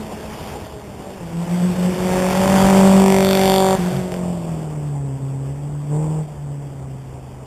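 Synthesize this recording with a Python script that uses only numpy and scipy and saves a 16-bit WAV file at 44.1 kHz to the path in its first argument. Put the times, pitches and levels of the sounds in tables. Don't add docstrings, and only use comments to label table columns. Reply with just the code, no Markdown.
import sys
import numpy as np
from scipy import signal
from scipy.io import wavfile
from scipy.ndimage import uniform_filter1d

SR = 44100
rng = np.random.default_rng(int(sys.argv[2]) if len(sys.argv) > 2 else 0)


def wav_record(signal):
    frames = np.transpose(np.atleast_2d(signal))
    bounded = np.clip(frames, -1, 1)
    quanta = np.round(bounded * 32767).astype(np.int16)
    wavfile.write(sys.argv[1], SR, quanta)


def volts_from_decibels(level):
    exponent = np.asarray(level, float) / 20
    return 10 ** exponent


N = 328981
SECONDS = np.arange(N) / SR
NEAREST_S, SPEED = 3.05, 28


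def evened(x):
    return x / np.sqrt(np.mean(abs(x) ** 2) + 1e-20)


def read(points, hz):
    pitch_hz, value = np.transpose(points)
    return np.interp(np.log(hz + 1), np.log(pitch_hz + 1), value)


def curves(rows):
    start_s, *columns = np.transpose(rows)
    return [np.interp(SECONDS, start_s, column) for column in columns]


def fade(s, half):
    return .5 + .5 * np.tanh((SECONDS - s) / half)


def bump(s, half):
    return np.exp(-((SECONDS - s) / half) ** 2)


def coloured(x, points):
    hz = abs(np.fft.fftfreq(4096, 1 / SR))
    level_db = read(points, hz) - 60 * (hz > 6000)
    log_gain = np.log(volts_from_decibels(level_db))
    taps = np.fft.ifft(np.exp(np.conj(signal.hilbert(log_gain)))).real[:2048]
    return signal.oaconvolve(x, taps)[:N]


def wander(rate_hz, count):
    steps = rng.standard_normal((800, count, 2)) @ [1, 1j] / np.sqrt(2)
    at = SECONDS * 2 * rate_hz
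    step = at.astype(int)
    ease = (.5 - .5 * np.cos(np.pi * (at % 1)))[:, None]
    return (steps[step] * (1 - ease) + steps[step + 1] * ease).T


def wash(points, patchy_db, flicker_db):
    frames, hz = N // 128 + 5, np.fft.rfftfreq(512, 1 / SR)
    a, b, patches = rng.standard_normal((frames, 257, 3)).T
    patches = uniform_filter1d(patches, size=5, axis=0)
    patches = evened(uniform_filter1d(patches, size=20, axis=1))
    flicker = evened(uniform_filter1d(rng.standard_normal(frames), size=3))
    level_db = read(points, hz)[:, None] + patchy_db * patches + flicker_db * flicker
    z = (a + 1j * b) * volts_from_decibels(level_db) * (hz < 4400)[:, None]
    return evened(signal.istft(z, nperseg=512, noverlap=384)[1][:N])


def metres():
    return np.hypot(8, SPEED * (SECONDS - NEAREST_S))


def farness():
    return np.clip((metres() - 28) / 30, 0, 1)


# (open_s, shut_s, share 0-1, closing_time_s)
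THROTTLE = [
    (-1, 3.758, 1, .006),
    (3.85, 4.3, .3, .12),
    (5.9, 6.225, 1, .022),
]


def pedal():
    return np.array([share * fade(on, .018) * (1 - fade(off, closing))
                     for on, off, share, closing in THROTTLE])


# (start_s, cycle_rate_hz)
ROAD_REVS = [(0, 53.6), (.72, 53.2), (1.0, 48), (1.3, 49.2), (1.58, 53.0), (2.32, 55.3), (2.48, 57.1),
             (3.07, 57.4), (3.82, 56.5), (3.98, 58.9), (4.3, 56), (4.61, 49.7), (5.15, 42.8), (5.46, 43.4),
             (5.68, 46.5), (6.56, 45.3), (6.85, 42.6), (7.46, 40.8)]
# (middle_s, ratio_to_gear_before, half_length_s)
UPSHIFTS = [
    (1.2, .84, .04),
    (3.775, .935, .015),
]
# (start_s, firing_note_db, rasp_db)
EXHAUST = [(0, -37, -46.5), (.3, -45, -47.5), (.62, -54.5, -51.5), (1.1, -45.5, -48.5), (1.28, -37, -49),
           (1.5, -26, -40.5), (1.65, -22.5, -36.5), (1.9, -21.5, -33), (2.3, -25, -25),
           (2.55, -19.5, -21.5), (2.95, -15, -21.5), (3.15, -22, -19), (3.85, -25, -26.5),
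           (4.4, -31.5, -39.5), (5.1, -28, -33.5), (5.6, -31, -37), (6.56, -33, -39), (7.46, -43.5, -51)]
# (level_db at rasp -21, share_of_rasp_change, off_throttle_loss_db, rear_view_db, once_gone_db)
LAYERS = [
    (-22.5, 0.93, 8.5, 0.5, -0.5),
    (-22, 0.98, 23, 2, 4.5),
    (-26.5, 0.74, 18, 4, -2),
    (-29, .7, 7, 1, -3),
    (-23, 1.54, 43, 2, 9.5),
    (-34.5, 1.84, 7, 14, -13),
]
# (middle_s, half_length_s, level_db)
NOTE_SWELLS = [
    [(1.31, .03, -6), (1.462, 0.011, -16), (1.746, 0.023, -8), (1.962, 0.011, -8), (3.77, 0.0089, -29),
     (4.467, 0.018, -2), (5.19, 0.02, -10), (6.317, 0.064, -12)],
    [(1.6, 0.032, -8), (1.76, 0.023, -10), (2.45, 0.26, -9.5), (2.68, 0.016, -8), (2.93, 0.037, -6),
     (3.4, .15, -2), (4.43, 0.16, 4), (6.33, .08, -18)],
    [(1.5, 0.066, -7), (1.7, 0.039, -14), (3.07, 0.064, -27), (3.97, .04, -12), (4.14, 0.088, 5),
     (6.07, .25, -18)],
    [(1.85, 0.14, -33), (2.37, 0.14, -32), (2.95, 0.25, -7.5), (3.26, 0.12, -7), (4.3, 0.47, -4.5),
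     (4.7, 0.092, 7), (5.35, 0.24, 5.5), (6.07, 0.13, -11)],
]
# (start_s, end_s, fade_s, level_db)
BURBLE = (4.15, 4.8, .2, 13)
# (middle_s, half_length_s, level_db)
TAILPIPE_BEAM = (3.5, .33, 9)


def controls():
    openings = pedal()
    lifted = 1 - np.clip(openings.sum(0), 0, 1)
    gear = np.prod([1 + (ratio - 1) * fade(s, half) for s, ratio, half in UPSHIFTS], axis=0)
    flywheel_s, blip_hz, blip_note_db = 0.0676, 2.8, 8
    keep = np.exp(-1 / (flywheel_s * SR))
    spun = signal.lfilter([1 - keep], [1, -keep], openings[-1])
    cycle_hz = curves(ROAD_REVS)[0] * gear + blip_hz * spun

    dips_db = [sum(db * bump(s, half) for s, half, db in rows) for rows in NOTE_SWELLS]
    note_db, rasp_db = curves(EXHAUST)
    note_db = note_db + blip_note_db * np.maximum(openings[-1], spun) + dips_db[0]
    tail_on = SPEED * (SECONDS - NEAREST_S) / metres()
    gone = farness() * (SECONDS > NEAREST_S)
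    layers_db = [db + share * (rasp_db + 21) - lift_db * lifted + rear_db * tail_on + gone_db * gone
                 for db, share, lift_db, rear_db, gone_db in LAYERS]
    layers_db[:3] = np.add(layers_db[:3], dips_db[1:])
    start, end, ease, burble_db = BURBLE
    layers_db[3] = layers_db[3] + burble_db * fade(start, ease / 2) * (1 - fade(end, ease))
    middle, half, beam_db = TAILPIPE_BEAM
    layers_db[5] = layers_db[5] + beam_db * bump(middle, half)

    hidden = np.clip((NEAREST_S - SECONDS) / 2.3, 0, 1)
    scatter = .04 + .5 * hidden + .06 * lifted
    return cycle_hz, scatter, note_db, *layers_db


# (pitch_hz, level_db)
PIPE = [(400, -4.5), (800, -3.5), (1000, -7.5), (1300, -15), (1700, -11.5), (2300, -11), (3000, -49),
        (4000, -4)]


def firing_note(firings, firing_hz, scatter, low_db, upper_db):
    paths = np.sqrt(1 - scatter ** 2) + scatter * wander(rate_hz=14., count=5)
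    spin = np.exp(1j * (2 * np.pi * firings - 0.43))
    far = farness()
    note, multiple = np.zeros(N), 1
    for k in range(1, 14):
        multiple = multiple * spin
        if k < 4:
            level_db = low_db[k - 1]
        else:
            level_db = upper_db + read(PIPE, k * firing_hz) - 2.5 * far * (k - 4)
        note -= np.sqrt(2) * volts_from_decibels(level_db) * (paths[k % 5] * multiple).real
    return note


# (blow_db, lateness_in_firings, port_crack_db)
CYLINDERS = [
    (2.5, 0, 0),
    (-1, .008, -13),
    (-.7, -.008, -8),
    (-.3, .008, -12),
]


def firing_pulses(firings):
    number = np.arange(2, int(firings[-1]))
    blow_db, late, port_db = np.array(CYLINDERS)[number % 4].T
    chance_db = rng.standard_normal((2000, 2))[number] * [.3, .9]
    even, fired, hot, ports = np.zeros((4, N))
    even[np.searchsorted(firings, number)] = 1
    fired[np.searchsorted(firings, number + late)] = volts_from_decibels(blow_db + chance_db[:, 0])
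    hot[np.searchsorted(firings, number + .03)] = (number % 4 == 0) * volts_from_decibels(chance_db[:, 0])
    ports[np.searchsorted(firings, number + .02)] = volts_from_decibels(port_db + chance_db[:, 1])
    return even, fired, hot, ports


# (pitch_hz, level_db)
LUMP = [(30, -14), (50, -6), (95, -8), (145, 3), (230, 0), (300, -7), (430, 0), (620, 2), (800, -8),
        (1200, -30), (2400, -70)]


def uneven_cylinders(even, fired):
    far = farness()
    lumps = evened(coloured(even * fired.sum() / even.sum() - fired, LUMP))
    dulled = evened(coloured(lumps, [(150, 9.5), (300, 10.0), (430, 13.0), (620, -19.5)]))
    return (1 - far) * lumps + far * dulled


# (pitch_hz, level_db)
KNOCK = [(200, -38.5), (400, -8.5), (620, 7), (900, 5.5), (1200, -1.5), (1700, -6.5), (2500, -8.5),
         (4000, -30.5)]
# (pitch_hz, level_db)
FAR_KNOCK = [(250, -15), (450, 12), (650, -8), (950, 3), (1200, -25), (1600, -41), (3000, -72)]
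# (delay_s, gain)
TRUNKS = [
    (0, 1),
    (.0061, -.8),
    (.0127, .7),
    (.0178, .6),
    (.0232, -.5),
]


def hot_knock(hot):
    far = farness()
    echoed = sum(gain * np.roll(hot, round(delay * SR)) for delay, gain in TRUNKS)
    near_knock = evened(coloured(-hot, KNOCK))
    far_knock = evened(coloured(-echoed, FAR_KNOCK))
    return np.sqrt(1 - far) * near_knock + np.sqrt(far) * far_knock


# (pitch_hz, level_db)
CRACK = [(300, -27), (1000, -18), (1500, 8.5), (2200, -2), (2900, -3), (3500, 12), (4200, 12)]


def port_crack(ports):
    spit = signal.lfilter([1], [1, -.98], ports) * rng.standard_normal(N)
    jet = .3 * evened(spit) - evened(ports)
    return (1 - farness()) * evened(coloured(jet, CRACK))


# (middle_s, half_length_s, level_db)
STUMBLE = (3.965, 0.04, -27.5)


def stumble(firings):
    middle, half, level_db = STUMBLE
    missing = np.exp(-((SECONDS - middle) / half) ** 4 / 2)
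    return -np.sqrt(2) * volts_from_decibels(level_db) * missing * np.cos(2 * np.pi * firings * 3 / 4)


def engine():
    cycle_hz, scatter, *low_db, upper_db, uneven_db, knock_db, crack_db = controls()
    firing_hz = 4 * cycle_hz
    firings = 1.73 + np.cumsum(firing_hz) / SR
    even, fired, hot, ports = firing_pulses(firings)
    note = firing_note(firings, firing_hz, scatter, low_db, upper_db) + stumble(firings)
    growl = volts_from_decibels(uneven_db) * uneven_cylinders(even, fired)
    knock = volts_from_decibels(knock_db) * hot_knock(hot)
    return note + growl + knock + volts_from_decibels(crack_db) * port_crack(ports)


def road(x):
    tail_m = np.hypot(5, SPEED * (SECONDS - 3.29))
    notch_hz = 195. * tail_m
    dull = signal.sosfiltfilt(signal.butter(1, 2090, fs=SR, output="sos"), x)
    return x + .85 * np.interp(SECONDS - .5 / notch_hz, SECONDS, dull)


# (pitch_hz, time_to_fall_60_db_s)
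FOREST = [(100, 1), (500, 1), (2000, 0.69), (5000, 0.4)]


def forest(x):
    taps = np.zeros(SR)
    at = np.arange(900, SR - 20, 20)
    taps[at + rng.integers(0, 20, len(at))] = rng.choice([-1., 1.], len(at))
    hz, t, z = signal.stft(taps, SR, nperseg=512)
    decay = volts_from_decibels(-60 * t / read(FOREST, hz)[:, None])
    tail = signal.istft(z * decay, SR, nperseg=512)[1]
    return signal.fftconvolve(x, tail / np.linalg.norm(tail))[:N]


# (start_s, hiss_db)
TYRES = [(0, -40), (.3, -39.5), (.48, -37), (.79, -46), (1.35, -42.5), (1.5, -37.5), (2.0, -32.5),
         (2.2, -28.5), (2.66, -23), (2.95, -25.5), (3.14, -28), (3.45, -25), (3.72, -29), (3.85, -32),
         (4.09, -40), (4.5, -43.5), (5.05, -55.5), (7.46, -58)]
# (pitch_hz, level_db)
HISS = [(410, -32.5), (700, -24), (780, -6), (945, -6), (1070, -10.5), (3230, -14), (4010, -7.5),
        (4400, -10), (5720, -61), (9680, -120)]
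# (pitch_hz, level_db)
ROAR = [(30, -11), (60, -13.5), (110, 17), (250, -0.5), (450, 2.5), (800, 0), (1100, -7.5), (1500, -18.5),
        (2500, -17)]


def tyres():
    stones_per_s, stones_db, roar_db, spray_db = 1500, -9.0, 6.5, 4.5
    hiss_db = curves(TYRES)[0] + spray_db * pedal()[-1]
    sizes = volts_from_decibels(5.0 * np.minimum(rng.exponential(1, N), 4)) * rng.standard_normal(N)
    stones = evened(coloured((rng.random(N) < stones_per_s / SR) * sizes, HISS))
    hiss = wash(HISS, patchy_db=1.5, flicker_db=.8)
    grit = evened(hiss + volts_from_decibels(stones_db) * stones)
    behind = farness() * (np.arange(N) > NEAREST_S * SR)
    dulled = coloured(grit, [(1400, 7.0), (2100, 4.5), (3200, -14.0)])
    grit = (1 - behind) * grit + behind * dulled
    over_db = -2 - .23 * (hiss_db + 32.5) + 9 * behind
    roar = wash(ROAR, patchy_db=1.8, flicker_db=.9)
    lowered_db = -6 * np.exp(-((SECONDS - 3.45) / .4) ** 4) - 2 * behind
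    roar = roar * volts_from_decibels(lowered_db)
    grit = grit * volts_from_decibels(lowered_db / 3)
    return volts_from_decibels(hiss_db) * (grit + volts_from_decibels(over_db + roar_db) * roar)


# (pitch_hz, width_hz, level_db)
HUM = (71.3, 2.5, -44)
# (pitch_hz, level_db)
AIR = [(20, -49), (45, 19), (120, -2), (400, -4.5), (1000, -30.5), (4000, -41)]


def still():
    hz, width, level_db = HUM
    r = np.exp(-np.pi * width / SR)
    resonance = [1, -2 * r * np.cos(2 * np.pi * hz / SR), r * r]
    drone = signal.lfilter([1], resonance, rng.standard_normal(N))
    air = wash(AIR, patchy_db=1.8, flicker_db=.6)
    return volts_from_decibels(level_db) * evened(drone) + volts_from_decibels(-41.5) * air


# (start_s, peak_db)
POPS = [
    (4.12, -22),
    (4.141, -21),
    (4.1637, -29),
]


def pops():
    clicks = np.zeros(N)
    for start, peak_db in POPS:
        clicks[round(start * SR)] = -volts_from_decibels(peak_db)
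    snap = [(300, -18), (900, -2), (2000, 0), (3600, -3)]  # (pitch_hz, level_db)
    shape = coloured(np.eye(1, N)[0], snap)
    return volts_from_decibels(5.5) * coloured(clicks, snap) / abs(shape).max()


def scene():
    car = road(engine()) + pops()
    echoes = volts_from_decibels(-19) * forest(car)
    return (car + echoes + tyres() + still())[None]


def top_cut(x):
    return signal.sosfilt(signal.butter(12, 15940, fs=SR, output="sos"), x)


def record(dry):
    mic = signal.sosfilt(signal.butter(2, 40., "highpass", fs=SR, output="sos"), dry)
    guard = signal.firwin(101, 3750., window=("kaiser", 5), fs=SR)
    guarded = signal.oaconvolve(mic, guard[None], "same")
    coarse = signal.resample_poly(guarded, 80, 441, axis=1, window=("kaiser", 8))
    coarse = coarse / (1 + abs(coarse / .87) ** 6) ** (1 / 6)
    repeated = np.repeat(coarse, 4, axis=1)
    held = signal.resample_poly(repeated, 441, 320, axis=1)
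    held = np.pad(held, ((0, 0), (0, 16)))[:, :N]
    edge_hz = 15280
    corners_hz = [0, 13600, 14600, edge_hz, edge_hz + 60, SR / 2]
    treble_cut = signal.firwin2(1023, corners_hz, [1, 1, .55, .24, 0, 0], fs=SR)
    limited = signal.oaconvolve(held, treble_cut[None], "same")
    return top_cut(limited)


dry = scene()
out = record(dry)
wav_record(out)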